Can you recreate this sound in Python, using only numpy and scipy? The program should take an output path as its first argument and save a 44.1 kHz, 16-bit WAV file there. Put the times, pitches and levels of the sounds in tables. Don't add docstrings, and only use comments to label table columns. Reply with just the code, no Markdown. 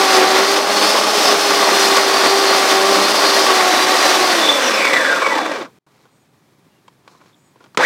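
import sys
import numpy as np
from scipy import signal
from scipy.fft import rfft, irfft
from scipy.io import wavfile

SR = 44100
rng = np.random.default_rng(int(sys.argv[2]) if len(sys.argv) > 2 else 0)


def generate_wav(sig):
    pcm = np.round(np.clip(np.atleast_2d(sig).T, -1, 1) * 32767).astype(np.int16)
    wavfile.write(sys.argv[1], SR, pcm)


N = 346185
T = np.arange(N) / SR
FULL_HZ, LINKS_PER_TURN, GEAR_ORDER = 390, 1.073, 11.8


def amp(db):
    return 10 ** (np.asarray(db) / 20)


def unit(x):
    return x / np.sqrt(np.mean(x ** 2))


def noise():
    return rng.standard_normal(N)


def walk(rate):
    return unit(np.interp(T * rate, np.arange(N), noise()))


def cycles(hz):
    return np.cumsum(hz) / SR


def swells(x, rows):
    return sum(height * np.exp(-((x - centre) / width) ** 2) for centre, width, height in rows)


def episodes(rows, x=T):
    return swells(x, [(centre, width, amp(db)) for centre, width, db in rows])


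def butter(x, order, hz, kind="low"):
    return signal.sosfilt(signal.butter(order, hz, kind, fs=SR, output="sos"), x)


def colour(x, points):
    hz, db = np.transpose(points)
    log_gain = np.interp(np.log(np.arange(2049) * SR / 4096 + 1), np.log(hz), np.log(amp(db)))
    cepstrum = irfft(log_gain) * np.r_[1, np.full(2047, 2), 1, np.zeros(2047)]
    response = irfft(np.exp(rfft(cepstrum)))
    return signal.fftconvolve(x, response / np.linalg.norm(response))[:N]


def ring(x, modes):
    return sum(amp(db) * signal.lfilter(*signal.iirpeak(hz, hz / width, fs=SR), x)
               for hz, width, db in modes)


def shifting(x, modes, depth_db, rate):
    return sum(amp(depth_db * np.tanh(walk(rate))) * ring(x, [mode]) for mode in modes)


def blows(count, scatter_db, decay_cycles):
    strength = amp(scatter_db * noise()[count.astype(int)])
    return unit(strength * np.exp(-(count % 1) / decay_cycles) * noise())


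# time in seconds, relative level in dB.
HUM_LEVELS = [(0.0, -17), (0.05, -23), (0.24, -14.5), (0.26, -26.5), (0.32, -18), (0.97, -27.5),
              (1.01, -38), (1.04, -25.5), (1.15, -24.5), (1.18, -18), (1.22, -36), (1.3, -16.5),
              (1.36, -22.5), (1.9, -19.5), (2.23, -22.5), (2.25, -17.5), (2.55, -20), (2.56, -22),
              (2.96, -16), (3.03, -25), (3.14, -21.5), (3.16, -28), (3.41, -16), (3.45, -29), (3.5, -19),
              (3.83, -26.5), (4.14, -23.5), (4.3, -23.5)]
# multiple of the motor speed, relative level in dB.
BUZZ_PARTIALS = [(2, 1.5), (2.146, -9.5), (3, -4)]
GROWL_PARTIALS = [(.5, -12), (1.5, -4)]
# motor speed in Hz, half width in Hz, boost in dB.
BUZZ_SPEEDS = [(372, 14, 4.2), (282, 29, 10)]
# centre and half length in seconds, relative level in dB.
LABOURING = [(0.038, 0.051, 8.5), (0.251, 0.11, 6), (2.39, .08, 7), (2.84, 0.1, 5), (3.663, 0.21, 6.5),
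             (4.259, .06, 2)]
GROWLS = [(.35, 0.36, -31), (.93, 0.24, -26), (1.31, 0.033, -20), (2.98, 0.23, -23.5), (3.87, 0.11, -37)]


def motor(hz, halvings):
    phase = 2 * np.pi * cycles(hz * (1 + 0.0049 * walk(70)))
    hum_db = np.interp(T, *np.transpose(HUM_LEVELS)) + 1.45 - 18 * np.maximum(halvings - .1, 0)
    buzz_db = -32.5 - 9.5 * halvings + swells(hz, BUZZ_SPEEDS) + swells(T, LABOURING)
    out = amp(hum_db + 2 * walk(40)) * np.sin(phase)
    for gain, partials in ((amp(buzz_db), BUZZ_PARTIALS), (episodes(GROWLS), GROWL_PARTIALS)):
        out += gain * sum(amp(db + 5 + 1.7 * walk(30)) * np.sin(k * phase) for k, db in partials)
    return out


# frequency in Hz, relative level in dB.
RATTLE_SPECTRUM = [(40, -41.5), (90, -48.5), (140, -25), (200, -9.5), (300, -2), (450, -0.5), (620, 4),
                   (900, 0.5), (1400, -1.5), (2000, -3), (2800, -9), (4000, -11.5), (7000, -22.5),
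                   (15000, -50.5)]
RASP_SPECTRUM = [(300, -52), (1500, -8), (3000, -0.5), (3900, -1), (4400, -2), (5200, 0.5), (6200, -3),
                 (7200, -8), (9400, -9.5), (11000, -15.5), (13000, -15.5), (15700, -23.5)]
# frequency in Hz, bandwidth in Hz, gain in dB.
HOUSING_MODES = [(311.3, 25, -4), (530, 26, -21), (892, 29, -11), (1109, 34, 3), (1168, 23, 2),
                 (1450, 100, -14), (1895, 14, -1)]
BAR_MODES = [(2515, 38, -1.5), (3570, 100, -1), (4270, 54, -2), (4770, 70, -8.5), (5880, 120, -6)]
SLACK_MODES = [(302, 57, -4.5), (537, 67, 12), (1102, 500, 0.5), (1560, 99, 3.5), (1887, 60, 0.5),
               (2280, 70, 2.5), (3440, 50, 9), (4730, 90, -15.5), (7600, 360, -6.5)]


def chain(hz, load, throb, rattle_db, rasp_db):
    links = cycles(LINKS_PER_TURN * hz * (1 + .04 * walk(300)))
    knocks = unit(blows(links, scatter_db=0.5, decay_cycles=0.51) + 1.53 * noise())
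    knocks *= throb * amp(0.61 * walk(90))
    jumps = blows(cycles(65 * amp(4 * walk(80))), scatter_db=1.5, decay_cycles=0.29)
    strikes = knocks + amp(-6.5) * load * jumps
    housing = shifting(strikes, HOUSING_MODES, depth_db=1.5, rate=18)
    body = unit(colour(strikes + 1.1 * housing, RATTLE_SPECTRUM))
    body += 4 * load * (1 - hz / FULL_HZ) * ring(body, [(2000, 1300, 0)])
    slack = shifting(knocks, SLACK_MODES, depth_db=3.5, rate=16)
    slack = unit(butter(slack, 3, [200, 7000], "band"))
    force = np.clip(hz / 140, 0, 1)
    slack = force * slack + (1 - force) * amp(-1) * butter(slack, 1, 700)
    rattle = load * body + (1 - load) * (amp(-3) * body + amp(-4) * slack)
    teeth = unit(blows(links / 2, scatter_db=0, decay_cycles=1) + 1.6 * noise())
    teeth *= throb * amp(.5 * walk(60))
    rasp = unit(colour(teeth + ring(teeth, BAR_MODES), RASP_SPECTRUM))
    return amp(rattle_db) * rattle + amp(rasp_db) * rasp


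# frequency in Hz, bandwidth in Hz, gain in dB.
GEARBOX_MODES = [(890, 60, -1), (1060, 110, -2), (1450, 60, 1.5), (1608, 60, 8.5), (1760, 50, 1.5),
                 (1976, 60, 6.5), (2250, 58, 8), (2480, 60, 0), (3500, 40, 12.5), (4250, 30, -3.5),
                 (4650, 140, -1), (5230, 210, -1.5), (5674, 510, -4.5)]
# centre and half length in seconds, boost in dB.
SINGING = [(0.359, .12, 4.5), (0.818, .13, 5.5), (1.17, .08, 4.5), (1.88, .11, 4.5), (2.5, .13, 3),
           (3.31, .08, 8.5), (3.717, .05, 3), (4.03, .08, 3)]
# motor speed in Hz, half width in Hz, relative level in dB.
SLAPS = [(245.4, 35, -9.5), (177.5, 42, -9), (88, 18, -6)]


def gears(hz, load, throb, whine_db, rattle_db):
    loose = 1 - load
    flutter = .0035 * walk(60) + (.0095 + .032 * loose) * walk(900)
    mesh = 2 * np.pi * cycles(GEAR_ORDER * hz * (1 + flutter))
    link = 2 * np.pi * cycles(LINKS_PER_TURN * hz)
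    fits = throb * amp(3.5 * loose * np.tanh(walk(110)))
    chatter = unit(amp((3 + 2.2 * loose) * np.tanh(walk(350)))) * fits
    lower = np.sin(mesh - link) * amp(5 + swells(T, SINGING) + 2.5 * walk(22))
    upper = np.sin(mesh + link) * amp(2 + 2.7 * walk(22))
    carrier = np.sin(mesh) * amp(load * (3.3 * walk(14) + 0.5))
    tone = chatter * (carrier + (0.25 + 0.46 * load) * (lower + upper))
    grind = amp(-3.5) * loose * fits * (walk(900) * np.sin(mesh) + walk(900) * np.cos(mesh))
    whine = (0.93 + 0.17 * load) * tone + 0.43 * grind + 1.2 * ring(tone + grind, GEARBOX_MODES)
    slap = chatter * (np.sin(2 * mesh) + 0.34 * np.sin(2 * mesh + link))
    slap_gain = amp(rattle_db + 3) * loose * episodes(SLAPS, hz)
    return amp(whine_db) * whine + slap_gain * ring(slap, GEARBOX_MODES)


# time in seconds, relative level of the rasp in dB.
FEED_LEVELS = [(0.0, -17), (0.08, -17), (0.17, -15), (0.2, -18.5), (0.39, -17), (0.43, -19), (0.53, -17),
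               (0.62, -21.5), (0.86, -16), (1.08, -19.5), (1.28, -14.5), (1.38, -19), (1.99, -15),
               (2.02, -18.5), (2.71, -16.5), (2.85, -19), (2.95, -16.5), (3.14, -18.5), (3.22, -17),
               (3.9, -17.5), (4.08, -16), (4.27, -17.5)]
# motor speed in Hz, half width in Hz, boost in dB.
SQUEAL_SPEEDS = [(301, 14, 11), (199, 13, 6.5), (153, 28, 8.5), (88.5, 19, 2.8)]
# time in seconds, boost in dB.
CHAIN_LASHES = [(4.853, 5.5), (4.937, 5), (5.224, 2.5), (5.266, 3.5), (5.303, 2), (5.358, 5), (5.385, 5),
                (5.46, 5.5), (5.52, 3.5), (7.842, 2)]
NORMAL_FEED_DB, LASH_HALF_S, SPROCKET_TEETH = -17.5, 0.0065, 6


def saw(hz, load, running, strain_rattle_db=0, strain_whine_db=0):
    halvings = np.log2(FULL_HZ / hz)
    feed_db = load * (np.interp(T, *np.transpose(FEED_LEVELS)) - NORMAL_FEED_DB)
    rasp_db = -19 + feed_db - 6.5 * halvings
    rattle_db = -15.5 + 0.69 * feed_db - 2.5 * halvings + strain_rattle_db
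    unloaded_db = -29.5 + swells(hz, SQUEAL_SPEEDS) + strain_whine_db
    whine_db = -32 * load + 0.8 * feed_db + (1 - load) * unloaded_db
    whip = np.sin(2 * np.pi * cycles(LINKS_PER_TURN * hz / SPROCKET_TEETH))
    lash_db = swells(T, [(s, LASH_HALF_S, db) for s, db in CHAIN_LASHES])
    throb = amp((0.5 - load) * (0.67 * whip + 1.4 * walk(70)) + lash_db)
    drive = motor(hz, halvings) + drone(hz) + gears(hz, load, throb, whine_db, rattle_db)
    radiated = butter(drive * running, 5, 185, "high")
    return radiated + running * chain(hz, load, throb, rattle_db + surge_db(), rasp_db)


# time in seconds, speed in Hz.
CUTTING_SPEED = [(0.0, 391.8), (0.19, 372.5), (0.6, 401.2), (0.92, 416.3), (1.4, 407), (1.67, 396.5),
                 (1.92, 395.2), (2.12, 391.4), (2.38, 394.6), (2.77, 384.8), (3.13, 403.5), (3.4, 392.3),
                 (3.62, 369), (3.76, 367), (3.97, 376.3), (4.27, 370)]
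RELEASE_S, STALL_S, STALL_FADE_S = 4.288, 5.628, 0.084
FRICTION_HZ_PER_S, DRAG_S = 152, 1.7


def cut_and_coast():
    coasting = np.maximum(T - RELEASE_S, 0)
    drag = np.exp(-coasting / DRAG_S)
    hz = np.interp(T, *np.transpose(CUTTING_SPEED)) * drag - FRICTION_HZ_PER_S * DRAG_S * (1 - drag)
    load = np.clip(1 - coasting / .23, 0, 1)
    running = np.clip(1 - (T - STALL_S) / STALL_FADE_S, 0, 1) ** 3.6
    return saw(np.maximum(hz, 1), load, running)


# frequency in Hz, relative level in dB.
AIR_SPECTRUM = [(15, -65.5), (25, -43), (69, -25.5), (136, -6.5), (227, -11), (399, -13), (495, -18),
                (1200, -20.5), (1300, -24), (2360, -25.5), (2850, -31), (3170, -28), (15500, -40.5)]
DIP_START_S, DIP_END_S = 5.787, 5.865


def air():
    return colour(noise(), AIR_SPECTRUM) * amp(-56.5 + .7 * walk(32) + 2.6 * (T < DIP_START_S))


# centre and half length in seconds, level in dB.
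BINDING = [(.15, .035, -23.5), (.9, 0.1, -24), (1.28, 0.038, -22), (1.84, 0.061, -22), (3.43, .07, -22.5)]
# frequency in Hz, bandwidth in Hz, gain per pass in dB.
PINCHED_MODES = [(4760, 170, 0.5), (5050, 190, 4), (5310, 120, -4)]


def shriek():
    teeth = noise() * amp(2.5 * walk(200))
    return unit(ring(ring(teeth, PINCHED_MODES), PINCHED_MODES)) * episodes(BINDING)


# time in seconds, boost of the rattle in dB, thump level in dB.
ACCENTS = [(.228, 4, -55), (.355, 3, -61), (.402, 3.5, -55.5), (.575, 3, -50.5), (.69, 1.5, -60.5),
           (.965, 3, -66), (1.27, 0.5, -60.5), (1.325, 1.5, -51), (1.51, 1.5, -62.5), (1.625, 2.5, -62),
           (1.695, 3, -61.5), (1.775, 2, -61.5), (1.93, 0, -61), (1.98, 1.8, -62), (2.249, 3, -45.5),
           (2.46, 1, -60.5), (2.725, 0, -47), (2.99, 0.5, -48), (3.234, 3.5, -64), (3.504, 1, -54),
           (3.6, 1.5, -66), (3.73, 1.5, -45.5), (4.12, 2, -58), (4.85, -1.5, -56.5)]


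def thumps(t60=0.21):
    out = np.zeros(N)
    for start, _, db in ACCENTS:
        age = np.maximum(T - start, 0)
        hz = rng.uniform(55.8, 96)
        out += amp(db - 60 * age / t60) * (1 - np.exp(-age / .004)) * np.sin(2 * np.pi * hz * age)
    return out


def surge_db(half_s=0.022):
    return swells(T, [(s, half_s, db) for s, db, _ in ACCENTS])


def drone(hz, motor_hz=69, half_width_hz=20, db=-26.5):
    lowest = SLACK_MODES[:1]
    return unit(ring(ring(noise(), lowest), lowest)) * episodes([(motor_hz, half_width_hz, db)], hz)


# frequency in Hz, relative level in dB.
CONTACT_SPECTRUM = [(88, -54), (150, -5), (393, -2), (742, -3.5), (1030, 1), (1670, -7), (1910, -10),
                    (2310, -9), (4540, -12.5), (6940, -18), (10800, -35), (15000, -44)]
# frequency in Hz, bandwidth in Hz, gain in dB.
STRUCK_MODES = [(320, 31, 3), (505, 83, -2), (1010, 170, 2), (1430, 110, 2), (2290, 95, -2),
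                (3240, 130, -2), (4430, 120, -9)]
# start in seconds, relative level in dB, 60 dB decay time in seconds, treble gain in dB.
SMALL_KNOCKS = [(5.648, -25, .13, -10), (5.869, -43.5, 0.053, -16), (6.054, -42, 0.058, -6),
                (6.880, -39.5, 0.033, 7), (7.077, -39.5, 0.038, 9.5), (7.149, -37, 0.045, -13),
                (7.204, -37, .04, -15), (7.213, -34.5, 0.05, -18), (7.259, -43, 0.056, -5),
                (7.558, -41, 0.065, -10), (7.605, -35, 0.054, -13), (7.623, -45, .04, -8),
                (7.64, -33, 0.055, -5), (7.661, -38, 0.05, -11), (7.747, -34, 0.031, 5)]


def clacks(events, gain_db):
    low, high = np.zeros(N), np.zeros(N)
    for start, db, t60, treble_db in events:
        age = np.maximum(T - start, 0)
        fade = (T >= start) * amp(db - 60 * age / t60)
        low += fade
        high += fade * amp(treble_db)
    grit = noise()
    dull = butter(grit, 1, 850)
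    blow = colour(low * dull + high * (grit - dull), CONTACT_SPECTRUM)
    return amp(gain_db) * (blow + shifting(blow, STRUCK_MODES, depth_db=3.5, rate=20))


# centre and half length in seconds, level in dB.
BARK_SCRAPES = [(5.99, 0.16, -61), (7.12, 0.084, -56), (7.27, 0.044, -54.5), (7.64, 0.046, -59)]
STEEL_SLIDES = [(5.99, 0.082, -73), (7.12, .035, -67), (7.19, .03, -67), (7.265, 0.037, -69)]
STEEL_SQUEAKS = [(7.34, 0.015, -61)]
# frequency in Hz, bandwidth in Hz, gain in dB.
SLIDE_MODES = [(3900, 600, 6), (5170, 900, -2), (6430, 600, -11.5)]
SQUEAK_MODES = [(3480, 450, 0)]


def scrape():
    grains = unit(noise() * amp(5 * np.tanh(walk(410))))
    hiss = unit(ring(grains * amp(2.8 * walk(70)), SLIDE_MODES))
    squeak = unit(ring(ring(grains, SQUEAK_MODES), SQUEAK_MODES))
    bark = colour(grains * episodes(BARK_SCRAPES), CONTACT_SPECTRUM)
    return bark + hiss * episodes(STEEL_SLIDES) + squeak * episodes(STEEL_SQUEAKS)


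# start and length in seconds, first and last pitch in Hz, level in dB.
BIRD_WHISTLES = [(6.07, 0.22, 8300, 8150, -70), (6.05, 0.24, 7050, 6800, -71.5),
                 (6.69, .13, 2800, 2780, -65), (7.33, 0.22, 8000, 8050, -67.5),
                 (7.31, .25, 7150, 6800, -68)]


def bird():
    out = np.zeros(N)
    for start, length, start_hz, end_hz, db in BIRD_WHISTLES:
        progress = np.clip((T - start) / length, 0, 1)
        hz = (start_hz + (end_hz - start_hz) * progress) * (1 + .021 * walk(700))
        out += amp(db + 2.5 * walk(90)) * np.sin(np.pi * progress) * np.sin(2 * np.pi * cycles(hz))
    return out


RESTART_S, SPIN_UP_HZ_PER_S, STRAIN_DECAY_S = 7.772, 2150, 0.047


def restart():
    age = np.maximum(T - RESTART_S, 0)
    hz = np.maximum(SPIN_UP_HZ_PER_S * age, 1)
    running = np.clip(age / 0.0064, 0, 1)
    strain = np.exp(-age / STRAIN_DECAY_S)
    return saw(hz, np.zeros(N), running, strain_rattle_db=8 * strain, strain_whine_db=16.5 * strain)


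# start in seconds, relative level in dB, 60 dB decay time in seconds, treble gain in dB.
GEAR_IMPACTS = [(7.773, -9, 0.031, 18.5), (7.789, -2, .04, -14), (7.805, -6, .03, -6), (7.82, -5, .03, -5)]


def kick():
    return clacks(GEAR_IMPACTS, gain_db=-13)


def scene():
    machine = cut_and_coast() + restart() + thumps() + shriek() + kick()
    quiet = clacks(SMALL_KNOCKS, gain_db=-6) + scrape() + bird() + air()
    dip = np.where((T >= DIP_START_S) & (T <= DIP_END_S), amp(-29), 1)
    return ((machine + quiet) * dip)[None]


def record(dry):
    rounded = dry / (1 + dry ** 12) ** (1 / 12)
    return signal.sosfilt(signal.ellip(10, .2, 80, 15800, fs=SR, output="sos"), rounded)


dry = scene()
out = record(dry)
generate_wav(out)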